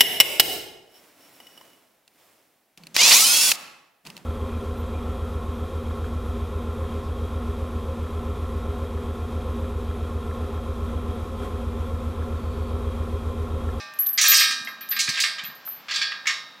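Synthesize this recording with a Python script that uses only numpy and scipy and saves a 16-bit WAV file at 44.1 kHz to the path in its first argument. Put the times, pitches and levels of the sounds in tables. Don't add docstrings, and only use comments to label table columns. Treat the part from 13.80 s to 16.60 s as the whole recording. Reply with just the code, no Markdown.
import sys
import numpy as np
from scipy import signal
from scipy.fft import rfft, irfft
from scipy.io import wavfile

SR = 44100
rng = np.random.default_rng(int(sys.argv[2]) if len(sys.argv) > 2 else 0)


def wav_out(sig):
    wavfile.write(sys.argv[1], SR, np.round(np.clip(np.atleast_2d(sig).T, -1, 1) * 32767).astype(np.int16))


N = 123480
T = np.arange(N) / SR
TOP_HZ = 15950

# frequency in Hz, relative density in dB.
AIR_COLOUR = [(50, -32.5), (110, -6), (200, 2.5), (400, -4), (650, 1.5), (1200, 3), (2500, -1), (5000, -6),
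              (9000, -24), (15500, -20)]
AIR_DB, AIR_SWELL_DB = -50.5, 0.5
AIR_SIDE = 0.21
# time in seconds, level in dB.
DRONE_LEVEL = [(0, -102), (.5, -72), (.7, -54.5), (1.3, -64), (1.7, -79), (2.8, -82)]
DRONE_HZ = 219

ECHO_DB, ECHO_T60_S, ECHO_RISE_S = -35, 0.7, 0.055

# start in seconds, relative level in dB.
STEPS = [(.806, -50), (1.282, -36.5), (1.631, -51), (1.682, -49)]
# frequency in Hz, level in dB.
STEP_COLOUR = [(40, -25), (90, -8), (160, 3.5), (250, 2), (380, -13.5), (1200, -52), (5000, -59)]
# start in seconds, relative level in dB.
CRUNCHES = [(1.874, -40.5)]
# frequency in Hz, level in dB.
CRUNCH_COLOUR = [(300, -30), (1150, 5), (1800, -8), (8000, -29), (14000, -34)]
STEP_T60_S, CRUNCH_T60_S = 0.065, 0.048
SNOW_RISE_S = 0.0024

# start in seconds, level in dB.
LONG_BAR_HITS = [(-.05, -37)]
# frequency in Hz, level in dB, t60 in seconds.
LONG_BAR_MODES = [(620, -13, 1.2), (835, -12, 1.1), (1179, -2, 1.3), (1592, -4.5, 1.8), (1820, -2, 1.9),
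                  (2422, -9, 1.2), (2536, -4, .8), (3946, -1, .55), (5200, -3, .55)]
# start in seconds, level in dB.
FAR_GATE_HITS = [(2.471, -29)]
# frequency in Hz, level in dB, t60 in seconds.
FAR_GATE_MODES = [(1240, -11, 1.0), (1825, -11, .85), (2117, -2, .55), (2198, -5, .45), (3737, -7.5, 1.1),
                  (3903, -11, .85), (4002, -7, .4), (5430, -4, .48)]
# start in seconds, level in dB.
HOOK_HITS = [(.385, -23), (.414, -20), (.519, -19.5), (1.192, -26)]
# frequency in Hz, level in dB, t60 in seconds.
HOOK_MODES = [(4015, -7, .3), (5762, -2, .4), (6112, -5, .35), (6141, -1, .35), (6704, -5, .35),
              (6734, -3, .35)]
KNOCK_SCATTER_DB = 1.2

# start in seconds, ring level in dB, relative tick level in dB.
TINKLES = [(.138, -45.5, 1), (.189, -21.5, -11), (.208, -24.5, -12.5), (.225, -22, -18),
           (0.262, -20.5, -18), (.269, -27.5, -3.5), (.292, -22, -12.5), (.329, -18.5, -31),
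           (.48, -16, -15), (.498, -13.5, -24), (.514, -23, 1), (.571, -20.5, 4), (.598, -22, 5),
           (0.849, -42.5, 5.5), (0.885, -40.5, -5), (1.008, -35.5, -9), (1.089, -24, -14),
           (1.107, -24, -11), (1.638, -41.5, 5), (1.649, -32.5, -14), (1.747, -42, -23), (1.85, -38, -16),
           (1.862, -29, -16), (1.885, -30, -28), (1.916, -31.5, -19)]
# frequency in Hz, level in dB, t60 in seconds.
LINK_MODES = [(11285, -17, .17), (11735, -9, .2), (12075, -1, .22), (12196, -7, .18), (12360, -12, .13),
              (12505, -3, .2), (13057, -14, .17)]
# frequency in Hz, level in dB.
TICK_COLOUR = [(800, -28), (3000, -2), (7000, -1), (10000, -4), (12200, 1), (14500, -16)]
LINK_DETUNE, LINK_SCATTER_DB = 0.00099, 5
PING_RISE_S, TICK_T60_S = 0.005, 0.0062

# start in seconds, level in dB, brightness in dB per octave,
# time constant of the clatter in seconds, relative ring of the main modes in dB.
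BLOWS = [(-.06, -27, 4.5, 0.014, -9), (0.377, -18, 4, 0.0089, -3), (.385, -20.5, -3, 0.041, -6),
         (0.413, -16, 13, 0.079, -16), (.44, -19, -4, 0.018, 4), (.49, -31.5, 1, 0.062, 16.5),
         (0.518, -18, -4, 0.015, -0.5), (0.54, -16.5, 11, 0.061, -0.5), (0.584, -18.5, 2, 0.035, 4),
         (.607, -19.5, -6, 0.023, -0.5), (0.625, -24.5, -1, 0.021, 4), (.709, -22.5, 0.5, 0.0096, -9),
         (.872, -33, -8.5, 0.0038, -5.5), (1.01, -42.5, -6.5, 0.012, 4), (1.114, -30.5, -2.5, 0.014, 2),
         (1.164, -28, -2, 0.0095, 4), (1.191, -19, 8, 0.022, -14.5), (1.276, -24.5, -4.5, 0.0094, -3.5),
         (1.29, -28, 9.5, 0.004, -22), (1.34, -23, -0.5, 0.06, -9.5), (1.374, -21, -1.5, 0.021, -17),
         (1.402, -22, 10, 0.019, -5), (1.438, -19, -4.5, 0.0057, -8.5), (1.583, -29.5, -5, 0.013, -13.5),
         (1.644, -36, -4.5, 0.0052, -17), (1.699, -45.5, -11.5, 0.0078, -15), (2.084, -30, -4.5, 0.021, -3),
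         (2.11, -23.5, -2, 0.015, -12.5), (2.139, -28.5, 4, 0.029, 6.5), (2.16, -23.5, 1, 0.015, -4.5),
         (2.215, -21.5, -0.5, 0.0048, 3.5), (2.318, -31, -6, 0.0067, -12.5),
         (2.456, -32.5, -5.5, 0.0057, -28.5), (2.47, -18, 2, 0.015, -9.5), (2.494, -24.5, -5, .012, -35)]
# frequency in Hz, t60 in seconds,
# then relative level in dB when struck at the first, second and third place.
TUBE_MODES = [(1180, .9, -16, -14, -22), (1279, .8, -11, -12, -14), (1600, 1.0, -6.5, -1.5, -5),
              (1657, .75, -8, -13, -2), (1824, .85, -5, -1, -5), (2430, .62, -1.5, -3, -6),
              (2659, .42, -6, -5, -9), (3152, .45, -1.5, -7, -8), (3378, .4, -10, -9, 0),
              (3450, .35, -14, -7, 0), (3781, .5, -.5, -3, -8), (3804, .95, -6, -12, -8),
              (4046, .5, -6, -5, -9), (4295, .55, -7, -8, -6), (4461, .46, 1, -4, 0),
              (4732, .44, -9, -4, -2), (4770, .6, -14, 2, -9), (5071, .47, -3, -5, -6),
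              (5430, .45, -14, -8, -6), (5718, .48, -1.5, -12, -14), (8263, .3, -9.5, -20, -28)]
PLACE_FROM_S = [1.1, 2.0]
# frequency in Hz, level in dB.
TUBE_COLOUR = [(200, -44), (500, -24), (850, -23), (1200, -4), (1430, -12.5), (1650, 2), (2300, 4),
               (2950, 2), (4200, 4), (6000, -4), (7600, -8.5), (10000, -24.5), (15500, -34.5)]
# frequency in Hz, t60 in seconds.
TUBE_T60 = [(600, 0.94), (1200, 0.44), (2400, 0.36), (4500, 0.5), (7000, 0.28), (11000, 0.4), (16000, 0.12)]
MODE_SPACING_HZ, CROWD_SPREAD_DB = 42, 3.5
TUBE_DB, CRASH_DB, RING_DB = -5.5, -6.5, -10.5
CRASH_T60_S = 0.13
CLATTER_PER_S, CLATTER_SIZE = 220, 0.55
SPOT_DB, SPOT_HZ = 3, 363.3
PIVOT_HZ = 3200

# start in seconds, level in dB, frequency in Hz.
CLINKS = [(.577, -34, 4120), (1.193, -22, 2166), (1.291, -25.5, 3960), (2.16, -23, 4650)]
# ratio to its frequency, level in dB.
CLINK_PARTIALS = [(1, 0), (1.05, -5), (1.31, -8), (1.58, -10)]
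CLINKS_PER_S, CLINK_DB, CLINK_LOW_HZ, CLINK_HIGH_HZ = 250, -3.5, 1497, 7000
CLINK_T60_S = 0.095

# frequency in Hz, left minus right in dB.
BALANCE_DB = [(500, 1), (2000, -1.3), (3200, -1), (4400, -2.5), (6000, -3.5), (8000, 0.4), (13000, 0.76)]


def amp(db):
    return 10 ** (np.asarray(db) / 20)


def unit(x):
    return x / np.sqrt(np.mean(x ** 2))


def on_log(hz, points):
    f, v = np.array(points, float).T
    return np.interp(np.log(hz + 1), np.log(f), v)


def bins(size):
    return np.arange(size // 2 + 1) * SR / size


def noise(colour, size):
    spectrum = rfft(rng.standard_normal(size))
    return unit(irfft(spectrum * amp(on_log(bins(size), colour)), size))


def fade(t60, size):
    return np.exp(-np.log(1000) * T[:size] / t60)


def rise(seconds, size):
    return np.minimum(T[:size] / seconds, 1)


def add(out, start_s, x):
    i = int(round(start_s * SR))
    x, i = x[max(-i, 0):], max(i, 0)
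    out[i:i + len(x)] += x[:max(N - i, 0)]


def burst(colour, envelope):
    size = len(envelope)
    cepstrum = irfft(np.log(amp(on_log(bins(size), colour))), size)
    fold = np.r_[1, np.full(size // 2 - 1, 2), np.zeros(size - size // 2)]
    causal = np.exp(rfft(cepstrum * fold))
    x = irfft(rfft(rng.standard_normal(size) * envelope) * causal, size)
    return unit(x) * np.sqrt(np.mean(envelope ** 2))


def ring(modes, scatter_db, detune=0, size=SR):
    out = np.zeros(size)
    for hz, db, t60 in modes:
        louder, sharper, phase = rng.standard_normal(3)
        wave = np.sin(2 * np.pi * (hz * (1 + detune * sharper) * T[:size] + phase))
        out += amp(db + scatter_db * louder) * fade(t60, size) * wave
    return out


def air():
    swell_points = rng.standard_normal(12)
    swell = amp(AIR_SWELL_DB * np.interp(T, np.linspace(0, T[-1], 12), swell_points))
    side = AIR_SIDE * noise(AIR_COLOUR, N) * np.array([[1], [-1]])
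    wide = noise(AIR_COLOUR, N) + side
    drone = noise([(DRONE_HZ / 2, -70), (DRONE_HZ * 0.95, -18), (DRONE_HZ, 0),
                   (DRONE_HZ * 1.42, -18), (DRONE_HZ * 2, -70)], N)
    drone_level = amp(np.interp(T, *np.array(DRONE_LEVEL).T))
    return amp(AIR_DB) * swell * wide + drone * drone_level


def trees(x, size=SR):
    tail = noise([(300, 14.0), (2000, -7.0), (6000, -2.5), (14000, -5.5)], size)
    tail *= fade(ECHO_T60_S, size) * rise(ECHO_RISE_S, size)
    return amp(ECHO_DB) * signal.fftconvolve(x, tail / np.sqrt(np.sum(tail ** 2)))[:N]


def boots(size=SR // 2):
    out = np.zeros(N)
    thuds = (STEPS, STEP_COLOUR, STEP_T60_S)
    crunches = (CRUNCHES, CRUNCH_COLOUR, CRUNCH_T60_S)
    for events, colour, t60 in (thuds, crunches):
        envelope = rise(SNOW_RISE_S, size) * fade(t60, size)
        for start, db in events:
            add(out, start, 2 * amp(db) * burst(colour, envelope))
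    return out


def struck(hits, modes):
    out = np.zeros(N)
    for start, db in hits:
        add(out, start, amp(db) * ring(modes, KNOCK_SCATTER_DB))
    return out


def long_bar():
    return struck(LONG_BAR_HITS, LONG_BAR_MODES)


def far_gate():
    return struck(FAR_GATE_HITS, FAR_GATE_MODES)


def hook():
    return struck(HOOK_HITS, HOOK_MODES)


def links(size=SR // 2):
    out = np.zeros(N)
    for start, db, tick_db in TINKLES:
        tick = amp(tick_db) * burst(TICK_COLOUR, fade(TICK_T60_S, size))
        ping = ring(LINK_MODES, LINK_SCATTER_DB, LINK_DETUNE, size) * rise(PING_RISE_S, size)
        add(out, start, amp(db) * (ping + 2 * tick))
    return out


def clink(hz, size=SR // 4):
    partials = [(hz * ratio, db, CLINK_T60_S) for ratio, db in CLINK_PARTIALS]
    return ring(partials, KNOCK_SCATTER_DB, size=size)


def clatter(length_s, size=SR):
    lands = rng.random(size) < CLATTER_PER_S / SR
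    hits = lands * rng.standard_normal(size) * CLATTER_SIZE * np.exp(-T[:size] / length_s)
    hits[0] = 1
    return hits / np.sqrt(np.sum(hits ** 2))


def tube_response(size=SR):
    hz = bins(size)
    slots = np.arange(TUBE_COLOUR[0][0], TOP_HZ, MODE_SPACING_HZ)
    place, phase = rng.random((2, len(slots)))
    strength = amp(CROWD_SPREAD_DB * rng.standard_normal(len(slots)))
    crowd = np.zeros(len(hz), complex)
    mode_bins = np.searchsorted(hz, slots + MODE_SPACING_HZ * place)
    crowd[mode_bins] = strength * np.exp(2j * np.pi * phase)
    crowd *= amp(on_log(hz, TUBE_COLOUR))
    out = np.zeros(size)
    for k, (_, t60) in enumerate(TUBE_T60):
        share = on_log(hz, [(f, j == k) for j, (f, _) in enumerate(TUBE_T60)])
        out += irfft(crowd * share, size) * fade(t60, size)
    return out / np.std(irfft(crowd, size))


def sustain(push, hz, t60):
    keep = np.exp(-2 * np.log(1000) / (t60 * SR))
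    energy = signal.lfilter([1], [1, -keep], push) + 1e-18
    upset = np.cumsum(np.sqrt(push / energy) * rng.choice([-1, 1], N))
    return np.sqrt(energy) * np.sin(2 * np.pi * (hz * T + rng.random()) + upset)


def gate(size=SR):
    out, tubes, hz = np.zeros(N), tube_response(), bins(2 * size)
    modes = np.array(TUBE_MODES, float)
    pushes = np.zeros((len(modes), N))
    for start, db, bright_db, length, ring_db in BLOWS:
        def force(f):
            return amp(db + bright_db * np.log2(np.clip(f, 1000, 14000) / PIVOT_HZ))

        hits = clatter(length)
        crash = burst(TUBE_COLOUR, fade(CRASH_T60_S, size))
        body = amp(TUBE_DB) * tubes + amp(CRASH_DB) * crash
        spot_db = SPOT_DB * np.interp(hz / SPOT_HZ, np.arange(128), rng.standard_normal(128))
        spectrum = rfft(hits, 2 * size) * rfft(body, 2 * size)
        add(out, start, irfft(spectrum * amp(spot_db) * force(hz))[:size])

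        place_db = modes[:, 2 + np.searchsorted(PLACE_FROM_S, start)]
        gains = force(modes[:, 0]) * amp(RING_DB + ring_db + place_db)
        for push, gain in zip(pushes, gains):
            add(push, start, (gain * hits) ** 2)

        count = min(int(CLINKS_PER_S * length) + 1, 20)
        for when, pitch in rng.random((count, 2)):
            f = CLINK_LOW_HZ * (CLINK_HIGH_HZ / CLINK_LOW_HZ) ** pitch
            level = force(f) * amp(CLINK_DB + on_log(f, TUBE_COLOUR)) / np.sqrt(count)
            add(out, start + when * length, level * clink(f))
    for start, db, f in CLINKS:
        add(out, start, amp(db) * clink(f))
    for push, (f, t60) in zip(pushes, modes[:, :2]):
        out += sustain(push, f, t60)
    return out


def thin(x):
    return signal.sosfilt(signal.butter(3, 520, "high", fs=SR, output="sos"), x)


def scene():
    metal = gate() + links() + hook() + far_gate() + long_bar()
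    near = thin(metal) + boots()
    lean_db = on_log(bins(N), BALANCE_DB) / 2
    direct = irfft(rfft(near) * amp(np.array([lean_db, -lean_db])), N)
    echo = np.array([trees(near), trees(near)])
    return direct + echo + air()


def record(dry):
    return signal.sosfilt(signal.ellip(10, .2, 80, TOP_HZ, fs=SR, output="sos"), dry)


dry = scene()
out = record(dry)
wav_out(out)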